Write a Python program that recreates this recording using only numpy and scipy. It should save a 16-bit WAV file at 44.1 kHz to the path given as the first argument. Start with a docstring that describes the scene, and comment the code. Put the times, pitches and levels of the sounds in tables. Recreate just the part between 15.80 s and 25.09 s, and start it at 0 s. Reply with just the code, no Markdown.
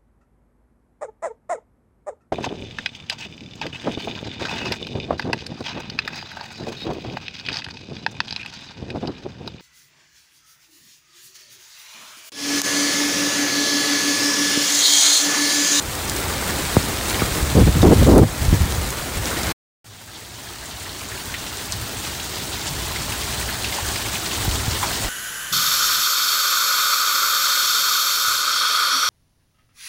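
"""Storm rain pours on a yard, heard from beside a house wall; trees roar behind it.
Far drops merge into a hiss, near ones tick, and roof water rings bubbles in the puddles.
Gusts buffet the microphone as their eddies press on its port. The sound breaks off for a
moment and swells back at the front of the house, over a low drone."""
import sys
import numpy as np
from scipy import signal
from scipy.fft import rfft, irfft
from scipy.io import wavfile
from scipy.ndimage import uniform_filter1d, minimum_filter1d, map_coordinates

SR = 44100
rng = np.random.default_rng(int(sys.argv[2]) if len(sys.argv) > 2 else 0)


def dump_mix(stems):
    """Bounce the given channels to the path in sys.argv[1] as a 16-bit WAV at rate SR."""
    frames = np.atleast_2d(stems).T  # one column per channel
    limited = np.clip(frames, -1, 1)  # hard clip at full scale
    pcm = np.round(limited * 32767).astype(np.int16)
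    wavfile.write(sys.argv[1], SR, pcm)


N = 409688
TIME, FREQS = np.arange(N) / SR, np.fft.rfftfreq(N, 1 / SR)
BREAK_START_S, BREAK_END_S = 3.721, 4.043
BEHIND = TIME < (BREAK_START_S + BREAK_END_S) / 2  # while the microphone is behind the house
FRONT_DB = -37.5  # reference level of the rain at the front


# Colour of the storm at the wall, behind the house and in front: (frequency [Hz], level [dB])
BACK_COLOUR = [(70, -27.5), (140, -4.5), (280, -3.5), (520, -7), (800, -8.5), (1300, -10.5), (2000, -11.5),
               (2800, -14), (3900, -12), (5500, -15), (8300, -13.5), (10300, -18.5), (12800, -20.5),
               (14800, -17), (16000, -16.5)]
FRONT_COLOUR = [(30, -16), (60, 5.5), (105, 1), (150, -1), (260, -2), (400, -2.5), (510, -7.5), (640, -4.5),
                (850, -5.5), (1150, -8), (1800, -8), (2350, -10.5), (3400, -7.5), (4500, -7), (5200, -9),
                (8500, -9.5), (10300, -16), (12900, -17.5), (14800, -13), (16000, -11)]

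def storm(crossover_hz=2600, sheets_db=0.67):
    """Rain comes in sheets and fills the treble; the roar of the trees beyond fills the middle."""
    exposed = patter(near_db=-8, near_spread_db=5, spray_db=-11.5, bubbles_db=-22)
    sheltered = patter(near_db=-6, near_spread_db=2, spray_db=-5.5, bubbles_db=-17.5)
    shimmering = digital_shimmer(np.where(BEHIND, exposed, sheltered), depth_db=1.5)
    sheets = rfft(shimmering * amp(sheets_db * drift(rate_hz=21)))
    highpass = 1 / (1 + (crossover_hz / (FREQS + 1)) ** 4)
    out = np.zeros(N)
    for here, colour, roar_db in ((BEHIND, BACK_COLOUR, -3), (~BEHIND, FRONT_COLOUR, -5)):
        coloured = sheets * colour_gain(colour)
        hiss = irfft(coloured * highpass, N) / band_rms(coloured, 3000, 15000)
        roar = irfft(coloured * (1 - highpass), N) / band_rms(coloured, 1200, 2600)
        out += here * (hiss + roar * amp(roar_db + tree_surge_db()))
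    return out * amp(heard_db())


# Level of the rain as heard behind the house; it wanders, and ducks briefly under the big gust:
# (time [s], level [dB])
BACK_HEARD_LEVELS = [(0.0, -32.5), (0.32, -29), (1.26, -28.5), (1.29, -27), (1.9, -29.5), (2.28, -28.5),
                     (2.45, -36), (2.64, -30.5), (3.32, -31.5), (3.68, -29.5)]

def heard_db(doubling_db=4, head_start_s=0.15):
    """Level of the rain as heard; in front it swells by equal steps as the time doubles."""
    elapsed = np.maximum(TIME - BREAK_END_S, 0) + head_start_s
    return np.where(BEHIND, curve(BACK_HEARD_LEVELS, TIME), FRONT_DB + doubling_db * np.log2(elapsed))


def patter(near_db, near_spread_db, spray_db, bubbles_db, spray_s=0.0073):
    """Far drops merge to a wash; near ones tick, each in its band; some throw spray or ring a bubble."""
    near, spray = np.zeros((2, N))
    decay = np.exp(-1 / (spray_s * SR))
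    for hz in np.geomspace(1100, 12000, num=7):
        near += band(drops(count=1300, spread_db=near_spread_db), hz, spread=1.82)
        spray_power = signal.lfilter([1], [1, -decay], drops(count=230, spread_db=2.5) ** 2)
        spray += band(np.sqrt(spray_power + 1e-12) * rng.standard_normal(N), hz, spread=1.297)
    wash = rng.standard_normal(N)
    return unit(wash + amp(near_db) * unit(near) + amp(spray_db) * unit(spray)
                + amp(bubbles_db) * bubbles())


def drops(count, spread_db):
    """Drops land at random, most small and a few large."""
    when, luck, side = rng.random((count, 3)).T
    size = amp(-spread_db * np.log(luck + 0.017)) * np.sign(side - .5)
    return np.bincount((when * N).astype(int), size, N)


def bubbles(count=1200, lowest_hz=1100, octaves=2, decay_cycles=9):
    """Air trapped in the puddles rings briefly, rising in pitch."""
    out, t = np.zeros(N), np.arange(SR // 25) / SR
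    for when, pitch, size in rng.random((count, 3)):
        hz = lowest_hz * 2 ** (octaves * pitch)
        ring = np.sin(2 * np.pi * hz * t * (1 + 1.35 * t)) * np.exp(-t * hz / decay_cycles)
        add(out, when * N / SR, ring * hz * amp(6.2 * size ** 3))
    return unit(out)


# Drops landing right by the microphone: (time [s], relative level [dB], band centre [Hz])
CLOSE_DROPS = [(.297, -9, 6650), (.3651, -15, 7780), (1.2988, -13, 7300), (1.3446, -13, 2600),
               (2.3807, -10, 8200), (2.6522, -13, 6130), (3.1048, -13.5, 8000), (3.4567, -10.5, 5600),
               (3.633, -13, 5760), (5.9224, -10, 5760)]

def ticks(gain_db=1):
    """Drops strike hard things at close range."""
    out = np.zeros(N)
    for s, db, hz in CLOSE_DROPS:
        tick = burst(hz, spread=1.42, crack_s=0.00047, tail_db=-16.5, tail_s=0.0026)
        add(out, s, amp(db + gain_db) * tick)
    return out


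# Roof water hitting the puddles under the eaves:
# (time [s], level [dB], bubble pitch [Hz], ring relative to that level [dB])
ROOF_WATER = [(1.345, -23, 1910, 1), (1.395, -19, 2200, 0), (1.418, -20, 1320, 3), (2.018, -14, 3740, -3),
              (2.65, -23, 3743, -17), (4.688, -30, 3600, 0), (5.317, -28, 1800, 3), (5.376, -26, 2500, -1),
              (5.541, -14.5, 1950, -6), (5.665, -21, 2680, -5), (5.771, -17, 4300, -13),
              (5.924, -16, 4500, -3), (6.249, -19, 2900, -8), (6.398, -26, 3100, 3), (6.868, -25, 3220, 2),
              (7.16, -19, 2120, 1.5), (7.322, -14, 2560, -5), (7.689, -17.5, 1600, -7),
              (7.844, -11.5, 2450, -7), (7.984, -24.5, 870, 4.5), (8.158, -11.5, 2520, -9),
              (8.353, -19, 2730, 1.5), (8.513, -13, 2400, -10), (9.029, -15, 915, 0.5)]

def splashes(drip_count=40, lowest_hz=1700, octaves=1.43, above_rain_db=10.5, spread_db=8):
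    """Roof water falls loudly into puddles; lesser drips scatter along the front of the house."""
    out, rain_level = np.zeros(N), heard_db()
    for s, db, hz, ring_db in ROOF_WATER:
        add(out, s, splash(db, hz, ring_db))
    for when, softness, pitch in rng.random((drip_count, 3)):
        s = BREAK_END_S + when * (TIME[-1] - BREAK_END_S)
        db = rain_level[int(s * SR)] + above_rain_db - spread_db * softness
        add(out, s, splash(db, lowest_hz * 2 ** (octaves * pitch), ring_db=-5))
    return out


def splash(db, hz, ring_db, spray_db=-3.3):
    """A fall of water rings a cluster of bubbles and throws a spray, pitched a little higher."""
    ring = burst(hz, spread=1.14, crack_s=0.007, tail_db=-20, tail_s=.015)
    spray = burst(hz * 1.23, spread=1.75, crack_s=0.00096, tail_db=-1.5, tail_s=0.03, order=3)
    return amp(db) * (amp(ring_db) * ring + amp(spray_db) * spray)


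# Colour of the eddies on the microphone at the reference strength: (frequency [Hz], level [dB])
EDDY_COLOUR = [(70, -22), (130, -1), (200, 0), (350, -4), (600, -14.5), (1000, -26), (1500, -36.5),
               (3000, -47.5)]
# Buffets within the big gust behind the house: (time [s], length [s], relative level [dB])
GUST_BUFFETS = [(1.743, 0.079, -12.5), (1.86, 0.025, -14), (1.945, .05, -20), (2.027, 0.029, -6.5),
                (2.06, .075, -11), (2.15, .05, -21), (2.203, .025, -13), (2.258, .045, -10.5),
                (2.305, .095, -8.5), (2.41, 0.026, -11.5), (2.725, .022, -20)]

def gust(gain_db=1, reference_db=-14, db_per_octave=17, lumps_db=1.66):
    """Faster air carries eddies past the microphone sooner, so stronger buffets are higher in pitch."""
    eddies = coloured_noise(EDDY_COLOUR)
    small_eddies = blow_power([(1.58, 1.3, -33)], rise_s=.15, fall_s=.05)  # between the buffets
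    buffets = blow_power(GUST_BUFFETS, rise_s=.008, fall_s=.012)
    strength_db = 10 * np.log10(small_eddies + buffets + 1e-12) + lumps_db * drift(rate_hz=34.8)
    travel = np.cumsum(2 ** ((strength_db - reference_db) / db_per_octave))
    air = map_coordinates(eddies, [travel % (N - 1)], order=3)
    return steadied(air, samples=1500) * amp(gain_db + strength_db)


# Single eddies right on the microphone: (time [s], level [dB], pitch sweep [Hz], decay [s])
EDDY_THUMPS = [(0.967, -1.5, 2490, 0.012), (1.42, -9, 1110, 0.011), (1.627, -9, 110, 0.0095),
               (2.03, -4, 1980, 0.016), (2.683, -6.5, 90.6, 0.027), (2.728, -4.5, 257, 0.0092),
               (2.806, -8.5, 120.4, 0.016), (8.679, -11.5, 159, 0.025), (8.88, -10.5, 171, 0.0092),
               (9.244, -20, 70, 0.033)]

def thumps(rest_hz=15, halving_cycles=0.88, rise_s=0.00029):
    """A passing eddy swings the pressure quickly at first, then ever more slowly."""
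    out, t = np.zeros(N), np.arange(SR // 8) / SR
    for s, db, sweep_hz, decay_s in EDDY_THUMPS:
        hz = rest_hz + sweep_hz / (1 + t * sweep_hz / halving_cycles)
        envelope = (1 - np.exp(-t / rise_s)) * np.exp(-(t / decay_s) ** 1.27)
        add(out, s, -amp(db) * envelope * np.sin(2 * np.pi * np.cumsum(hz) / SR))
    return out


# Colour of the wind at the microphone port: (frequency [Hz], level [dB])
RUMBLE_COLOUR = [(12, -19), (25, -13.5), (40, -6), (62, 4.5), (105, 1), (135, -7), (170, -9.5),
                 (300, -27.5), (800, -72)]
# Puffs that reach the microphone by the wall: (time [s], length [s], relative level [dB])
WIND_PUFFS = [(.42, 0.078, -27), (1.57, 0.22, -23.5), (1.745, 0.16, -11.5), (1.94, 0.39, -12.5),
              (2.3, .14, -11.5), (2.59, 0.26, -19), (2.88, 0.19, -24.5), (3.34, 0.086, -25),
              (3.62, 0.08, -28.5), (5.46, 0.059, -39), (5.89, 0.14, -34.5), (6.88, 0.53, -33.5),
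              (7.48, 0.31, -35.5), (7.98, 0.1, -31.5), (8.57, 0.38, -28.5)]

def rumble(gain_db=-1, lumps_db=1.7, back_db=-1, front_db=-12):
    """Large eddies press on the microphone port: a breeze, with puffs on top."""
    air = steadied(coloured_noise(RUMBLE_COLOUR), samples=3000)
    breeze = amp(heard_db() + np.where(BEHIND, back_db, front_db))
    puffs = blow_power(WIND_PUFFS, rise_s=0.02, fall_s=0.02)
    return air * np.sqrt(breeze ** 2 + puffs) * amp(gain_db + lumps_db * drift(rate_hz=23))


def blow_power(rows, rise_s, fall_s):
    """Blows of air rise, hold and die away; rows are (time [s], length [s], level [dB])."""
    power = np.zeros(N)
    for s, length, db in rows:
        rise = np.clip((TIME - s) / rise_s, 0, 1)
        fall = np.exp(-np.maximum(TIME - s - length, 0) / fall_s)
        power += (amp(db) * rise * fall) ** 2
    return power


# Wind in the trees beyond the back yard: (crest time [s], half width [s], extra level [dB])
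TREE_SURGES = [(.68, 0.14, 1.5), (1.38, 0.053, 1), (3.68, 0.18, 2.5)]

def tree_surge_db():
    """Wind surges through the trees and briefly lifts their roar."""
    return sum(db * np.exp(-((TIME - s) / width) ** 2) for s, width, db in TREE_SURGES)


def drone(hz=105, base_db=-46.5, swell_share=0.38):
    """A narrow band of low noise hangs at the front of the house, swelling less than the rain."""
    level_db = base_db + swell_share * (heard_db() - FRONT_DB)
    return ~BEHIND * amp(level_db) * unit(band(rng.standard_normal(N), hz, spread=1.124))


def digital_shimmer(x, depth_db):
    """A faint, patchy digital shimmer laid over the hiss."""
    cells = signal.stft(x, nperseg=1024)[2]
    patches = uniform_filter1d(rng.standard_normal(cells.shape), size=3, axis=0)
    patches = unit(uniform_filter1d(patches, size=3, axis=1))
    return signal.istft(cells * amp(depth_db * patches), nperseg=1024)[1][:N]


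def burst(hz, spread, crack_s, tail_db, tail_s, order=2):
    """One impact of peak 1: a crack, then a clumpy tail, in a band around hz."""
    t = np.arange(SR // 8) / SR
    noise, clumps = rng.standard_normal((2, len(t)))
    envelope = np.exp(-t / crack_s) + amp(tail_db) * abs(clumps) * np.exp(-t / tail_s)
    hit = band(noise * envelope, hz, spread, order)
    return hit / abs(hit).max()


def band(x, hz, spread, order=2):
    """A resonance from hz / spread to hz * spread."""
    edges = np.clip([hz / spread, hz * spread], [20, 30], [.4 * SR, .45 * SR])
    return signal.sosfilt(signal.butter(order, edges, "bandpass", fs=SR, output="sos"), x)


def band_rms(spectrum, low_hz, high_hz):
    """The rms of a sound between two frequencies."""
    return np.std(irfft(spectrum * (FREQS > low_hz) * (FREQS < high_hz), N))


def colour_gain(colour):
    """Joins (frequency [Hz], level [dB]) points into gains along a log-frequency axis."""
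    hz, db = np.transpose(colour)
    return amp(np.interp(np.log(FREQS + 1), np.log(hz + 1), db))


def coloured_noise(colour):
    """Noise with the given colour."""
    return irfft(rfft(rng.standard_normal(N)) * colour_gain(colour), N)


def steadied(x, samples):
    """Evens out the slow swings of a noise, leaving its fast lumps."""
    return x / np.sqrt(uniform_filter1d(uniform_filter1d(x ** 2, samples), samples) + 1e-12)


def drift(rate_hz):
    """A random wander of rms 1, up to the given rate."""
    t = np.arange(0, N / SR + 1, 1 / 400)
    hz = np.fft.rfftfreq(len(t), t[1])
    slow = rfft(rng.standard_normal(len(t))) / (1 + (hz / rate_hz) ** 4)
    return np.interp(TIME, t, unit(irfft(slow, len(t))))


def curve(rows, t):
    """Reads (time [s], value) points at the times t."""
    return np.interp(t, *np.transpose(rows))


def add(mix, s, sound):
    """Mixes a sound in at s seconds."""
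    part = mix[max(round(s * SR), 0):][:len(sound)]
    part += sound[:len(part)]


def amp(db):
    """Decibels to gain."""
    return 10 ** (np.asarray(db) / 20)


def unit(x):
    """Scales to rms 1."""
    return x / np.sqrt(np.mean(x ** 2) + 1e-20)


def scene(fade_out_s=0.0015, fade_in_s=0.0027):
    """Rain, drips and wind at one microphone by the wall, silent during the break."""
    fade_out = np.exp(-np.maximum(TIME - BREAK_START_S, 0) / fade_out_s)
    fade_in = np.clip((TIME - BREAK_END_S) / fade_in_s, 0, 1)
    yard = storm() + drone() + rumble() + gust() + thumps() + ticks() + splashes()
    return ((fade_out + fade_in) * yard)[None]


def record(dry, ceiling=.88, cutoff_hz=15800):
    """A fast limiter holds the buffets under full scale; a low-pass takes off the highest treble."""
    safe_gain = np.minimum(ceiling / (abs(dry) + 1e-9), 1)
    limited = dry * uniform_filter1d(minimum_filter1d(safe_gain, size=300), size=300)
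    lowpass = signal.firwin(511, cutoff_hz, window=("kaiser", 9), fs=SR)
    return signal.oaconvolve(limited, lowpass[None], "same")


dry = scene()
out = record(dry)
dump_mix(out)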